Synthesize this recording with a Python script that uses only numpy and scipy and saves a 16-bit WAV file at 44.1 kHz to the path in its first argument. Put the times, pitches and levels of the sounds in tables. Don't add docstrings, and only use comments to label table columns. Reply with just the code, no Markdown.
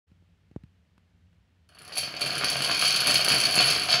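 import sys
import numpy as np
from scipy import signal
from scipy.fft import rfft, irfft
from scipy.io import wavfile
from scipy.ndimage import uniform_filter1d

SR = 44100
rng = np.random.default_rng(int(sys.argv[2]) if len(sys.argv) > 2 else 0)


def put_to_file(sound):
    columns = np.atleast_2d(sound).T
    safe = np.clip(columns, -1, 1)
    whole_steps = np.round(safe * 32767)
    wavfile.write(sys.argv[1], SR, whole_steps.astype(np.int16))


N = 176400

# pitch_hz, level_db, t60_s
DOMINO_MODES = [(4470, -2.5, .03), (4830, -9.5, 0.017), (9920, 0, 0.023), (10926, 0.5, 0.022),
                (15700, -28, 0.0086)]
# freq_hz, gain_db
CRACK_SPECTRUM = [(300, -32), (1000, -26.5), (1600, -9.5), (2020, -15), (2330, 3.5), (2650, 0.5),
                  (2870, -2), (3150, 3.5), (3560, -8.5), (4100, -0.5), (4600, -6.5), (5150, -2),
                  (5700, -12.5), (6200, -6), (6900, -12.5), (7700, -23.5), (15000, -34.5)]
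# freq_hz, gain_db
EDGE_SPECTRUM = [(2000, -24), (6000, 4.5), (7700, -4.5), (8400, 2), (9200, -1.5), (10500, 5), (11800, -3),
                 (13000, -3.5), (14200, -12.5), (15600, -8)]
PLACES = 3


def collisions(hits, contact_s=0.0022, attack_s=0.001, hollow_hz=2722, hollow_t60_s=0.0086):
    t = np.arange(1400) / SR
    mode_hz, mode_db, t60_s = np.transpose(DOMINO_MODES)
    is_treble = mode_hz > 7000
    attack = 1 - np.exp(-t / attack_s)
    mode_envelopes = attack * amp(-60 * t / t60_s[:, None])
    hollow_envelope = attack * amp(-60 * t / hollow_t60_s)
    ring, crack, edge = np.zeros((3, PLACES, N))
    for k, (start_s, level_db, treble_db) in enumerate(hits):
        place = k % PLACES
        ring_hz = mode_hz * (1 + 0.011 * rng.standard_normal(len(mode_hz)))
        note_hz = hollow_hz * np.exp(0.16 * rng.standard_normal())
        scatter_db = rng.standard_normal(len(mode_hz))
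        gains = amp(level_db + mode_db + treble_db * is_treble + scatter_db)
        modes = gains @ (mode_envelopes * np.sin(2 * np.pi * ring_hz[:, None] * t))
        hollow = hollow_envelope * np.sin(2 * np.pi * note_hz * t)
        blow_db = level_db + 0.15 * min(level_db + 22.5, 0)
        add(ring[place], start_s, modes + amp(blow_db - 10) * hollow)
        add(crack[place], start_s, amp(blow_db + 9.5) * contact_force(contact_s))
        add(edge[place], start_s, amp(level_db + treble_db + 14) * contact_force(contact_s))
    return ring + colour(crack, CRACK_SPECTRUM) + colour(edge, EDGE_SPECTRUM)


# start_s, level_db, treble_db
CLACK_HITS = [(1.6897, -44, -9.5), (1.7482, -40.5, -10.5), (1.756, -62, -8), (1.7867, -35, -8),
              (1.7904, -39.5, -9), (1.819, -36.5, -4.5), (1.8494, -38, -2), (1.8781, -32.5, -4.5),
              (1.9234, -25.5, -20), (1.9308, -25.5, -18), (1.955, -23, -10), (1.9724, -14, -7),
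              (1.9802, -17, -1), (1.9904, -16.5, -12), (2.0341, -18, -19), (2.1657, -18.5, -22),
              (2.2106, -15, -9), (2.2175, -11, -17), (2.2612, -16, -10), (2.2742, -26, -7),
              (2.3051, -15, -27), (2.3526, -16, -13), (2.3799, -18, -5), (2.4442, -8.5, -12),
              (2.4842, -8, -26), (2.5, -20.5, 2.5), (2.5293, -14.5, -16), (2.6205, -12.5, -10.5),
              (2.6463, -10.5, -11), (2.7134, -7.5, -21), (2.7934, -16, -7), (2.813, -8.5, -16),
              (2.8537, -10.5, -10.5), (2.8789, -9, -9), (2.9165, -16, -26), (2.9612, -8.5, -10),
              (3.0049, -9.5, -9), (3.0709, -10.5, -3), (3.0783, -9, -30), (3.1426, -12, -2),
              (3.1555, -3.5, -35), (3.21, -13, -10.5), (3.2463, -9, -6.5), (3.2845, -9, -6.5),
              (3.3008, -10, -24), (3.3195, -16.5, -5), (3.345, -14.5, -5), (3.383, -18, -4),
              (3.4526, -5, -16), (3.5546, -12.5, -3), (3.5893, -20.5, -14), (3.637, -18, -12),
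              (3.6571, -12.5, -6.5), (3.6855, -8, -27), (3.708, -8, -14), (3.7459, -16, -16),
              (3.9184, -17, -7), (3.94, -13, -30)]


def clacks(gain_db=-4.5, rebound_s=0.0045, rebound_db=-5):
    strikes, rebounds = [], []
    for start_s, level_db, treble_db in CLACK_HITS:
        wait_s = rebound_s * rng.uniform(0.5, 1.5)
        strikes.append((start_s, level_db + gain_db, treble_db))
        rebounds.append((start_s + wait_s, level_db + gain_db + rebound_db, treble_db))
    return strikes + rebounds


# time_s, level_db, floor_db, treble_db
COLLAPSE_SURGES = [(1.68, -69, 12.5, -4), (1.77, -57, 6, -19), (1.91, -43, 4, -14), (1.99, -27, -11.5, -7),
                   (2.06, -42, -10, -8), (2.14, -39.5, 6, -14), (2.22, -31, -2, -11),
                   (2.33, -28.5, -1.5, -14), (2.45, -26.5, -6.5, -20), (2.591, -25.5, -2, -12),
                   (2.72, -23.5, -8, -12), (2.86, -17, -14, -9), (3.04, -23, -4, -17.5),
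                   (3.089, -15.5, -3, -10), (3.16, -21.5, -17, -8.5), (3.23, -27, -5, -11),
                   (3.298, -13.5, -5.5, -16), (3.39, -22, -8.5, -10.5), (3.45, -17.5, -10.5, -10),
                   (3.51, -28, -1, -7), (3.589, -7.5, -13, -17), (3.639, -22, -7, -8),
                   (3.71, -17, -8.5, -12), (3.861, -29, -4.5, -10), (3.929, -8, -15.5, -20.5),
                   (4.0, -36.5, -12, -19)]


def collapse(count, spread_db):
    time_s, *curves_db = np.transpose(COLLAPSE_SURGES)
    progress = (np.arange(count) + rng.uniform(0, 2, count)) / count
    start_s = time_s[0] + (time_s[-1] - time_s[0]) * progress
    level_db, floor_db, treble_db = (np.interp(start_s, time_s, curve) for curve in curves_db)
    return start_s, level_db + spread_db * scatter(count), floor_db, treble_db


def rattle(count=360, gain_db=-0.1):
    start_s, level_db, _, treble_db = collapse(count, spread_db=3)
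    hardness_db = -3 + 4.5 * scatter(count)
    return list(zip(start_s, level_db + gain_db, treble_db + hardness_db))


def patter(count=340, gain_db=1.95):
    start_s, level_db, floor_db, _ = collapse(count, spread_db=3.5)
    return list(zip(start_s, level_db + floor_db + gain_db))


# start_s, level_db
LANDING_HITS = [(1.98, -26.5), (2.032, -25.5), (2.077, -24.5), (2.216, -19.5), (2.263, -20), (2.412, -14.5),
                (2.437, -15.5), (2.557, -18.5), (2.695, -12), (2.71, -17), (2.824, -12), (2.95, -18),
                (3.07, -22), (3.084, -29), (3.104, -17), (3.144, -18), (3.193, -17), (3.28, -14.5),
                (3.299, -31), (3.348, -28), (3.565, -18), (3.597, -19), (3.726, -17), (3.793, -29.5),
                (3.889, -17), (3.923, -17.5), (3.94, -14.5)]
# freq_hz, gain_db
BOARD_SPECTRUM = [(30, -36), (60, -18.5), (85, -0.5), (105, -6), (132, 4.5), (180, 1), (240, -2), (390, -3),
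                  (460, -1.5), (620, 2.5), (720, 7), (860, -7.5), (1050, 0), (1280, 3), (1650, 1.5),
                  (2000, -4.5), (3000, 0.5), (6000, -35), (15000, -64)]


def floor_knocks(contact_s=0.0027, gain_db=12.5):
    force = np.zeros((PLACES, N))
    for k, (start_s, level_db) in enumerate(patter() + list(LANDING_HITS)):
        add(force[k % PLACES], start_s, amp(level_db + gain_db) * contact_force(contact_s))
    return colour(force, BOARD_SPECTRUM)


# start_s, level_db, lowpass_hz, tick_db
BUMP_HITS = [(.116, -49, 260, -14), (0.224, -55, 497, -22), (.513, -45.5, 380, -13.5),
             (0.562, -25.5, 440, -24), (.636, -38, 190, -14), (.979, -53, 450, 2), (1.329, -70, 300, 8)]
# freq_hz, gain_db
THUMP_SPECTRUM = [(25, -47), (60, 5), (120, 10.5), (280, 6.5), (450, 0.5), (650, 0), (1200, 5), (2400, 2),
                  (5000, -6), (15000, -26)]
# freq_hz, gain_db
TICK_SPECTRUM = [(200, -8), (900, 2.5), (2400, -1.5), (4500, -11), (7000, -18), (10000, -17), (15000, -30)]


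def bumps(tick_s=0.0036):
    out = np.zeros(N)
    for start_s, level_db, lowpass_hz, tick_db in BUMP_HITS:
        thump = signal.lfilter(*signal.butter(3, lowpass_hz, fs=SR), response(THUMP_SPECTRUM))
        tick = np.convolve(contact_force(tick_s), response(TICK_SPECTRUM))
        add(out, start_s, amp(level_db) * thump / abs(thump).max())
        add(out, start_s, amp(level_db + tick_db) * tick / abs(tick).max())
    return out


# freq_hz, t60_s
ROOM_DECAY = [(100, 0.86), (700, 0.54), (2000, 0.75), (4800, 0.59), (10000, 0.22), (15000, 0.41)]


def room(sound, echo_count=8, echo_db=-7.5, tail_db=-1.5, tap_gap=22):
    taps = np.zeros(SR)
    slots = np.arange(SR // 200, SR - tap_gap, tap_gap)
    taps[slots + rng.integers(0, tap_gap, len(slots))] = rng.choice([-1., 1.], len(slots))
    freq_hz, time_s, bands = signal.stft(taps, SR, nperseg=256)
    decay = amp(-60 * time_s / curve_at(ROOM_DECAY, freq_hz)[:, None])
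    tail = signal.istft(bands * decay, SR)[1][:SR]
    echoes = np.zeros(SR)
    echo_gains = rng.standard_normal(echo_count)
    delays_s = rng.uniform(0.002, 0.018, echo_count)
    echoes[(SR * delays_s).astype(int)] = echo_gains
    reflections = amp(tail_db) * unit_energy(tail) + amp(echo_db) * unit_energy(echoes)
    return signal.fftconvolve(sound, reflections)[:N]


# freq_hz, density_db
TONE_SPECTRUM = [(15, -68), (25, -31), (37, -18), (91, 1.5), (116, -18), (173, -7), (209, -17.5),
                 (305, -25.5), (945, -33.5), (1020, -35), (1800, -32.5), (1950, -33.5), (3000, -34.5),
                 (15500, -59.5)]


def room_tone(level_db=-63):
    gains = amp(curve_at(TONE_SPECTRUM, np.fft.rfftfreq(N, 1 / SR)))
    noise = irfft(rfft(rng.standard_normal(N)) * gains, N)
    return amp(level_db) * unit_energy(noise) * np.sqrt(N)


def contact_force(decay_s, size=700):
    return unit_energy(rng.standard_normal(size) * np.exp(-np.arange(size) / SR / decay_s))


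def colour(forces, spectrum):
    return signal.oaconvolve(forces, response(spectrum)[None], axes=1)[:, :N]


def response(spectrum, size=4096):
    log_gain = np.log(amp(curve_at(spectrum, abs(np.fft.fftfreq(size, 1 / SR)))))
    transfer = np.exp(np.conj(signal.hilbert(log_gain)))
    return unit_energy(np.fft.ifft(transfer).real[:size // 2])


def curve_at(points, freq_hz):
    point_hz, values = np.transpose(points)
    return np.interp(np.log(freq_hz + 1), np.log(point_hz + 1), values)


def scatter(count):
    return np.clip(rng.standard_normal(count), -2, 2)


def amp(db):
    return 10 ** (np.asarray(db) / 20)


def unit_energy(x):
    return x / np.sqrt(np.sum(x ** 2) + 1e-20)


def add(mix, start_s, sound):
    part = mix[max(round(start_s * SR), 0):][:len(sound)]
    part += sound[:len(part)]


def scene():
    dominoes = collisions(rattle() + clacks()) + floor_knocks()
    reverberant = sum(place + room(place) for place in dominoes)
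    return (reverberant + bumps() + room_tone())[None]


def record(dry):
    start_s, fade_s = 0.068, 0.014
    highpass_hz, lowpass_hz = 48, 15760
    ceiling_db, window_s = -17, 0.008
    faded = dry * np.clip((np.arange(N) / SR - start_s) / fade_s, 0, 1)
    filtered = signal.lfilter(*signal.butter(2, highpass_hz, "high", fs=SR), faded)
    window = round(window_s * SR)
    power_db = 10 * np.log10(abs(uniform_filter1d(filtered ** 2, window)) + 1e-12)
    reduction_db = uniform_filter1d(np.maximum(power_db - ceiling_db, 0), window)
    lowpass = signal.firwin(511, lowpass_hz, window=("kaiser", 9), fs=SR)
    return signal.oaconvolve(filtered / amp(reduction_db), lowpass[None], "same")


dry = scene()
out = record(dry)
put_to_file(out)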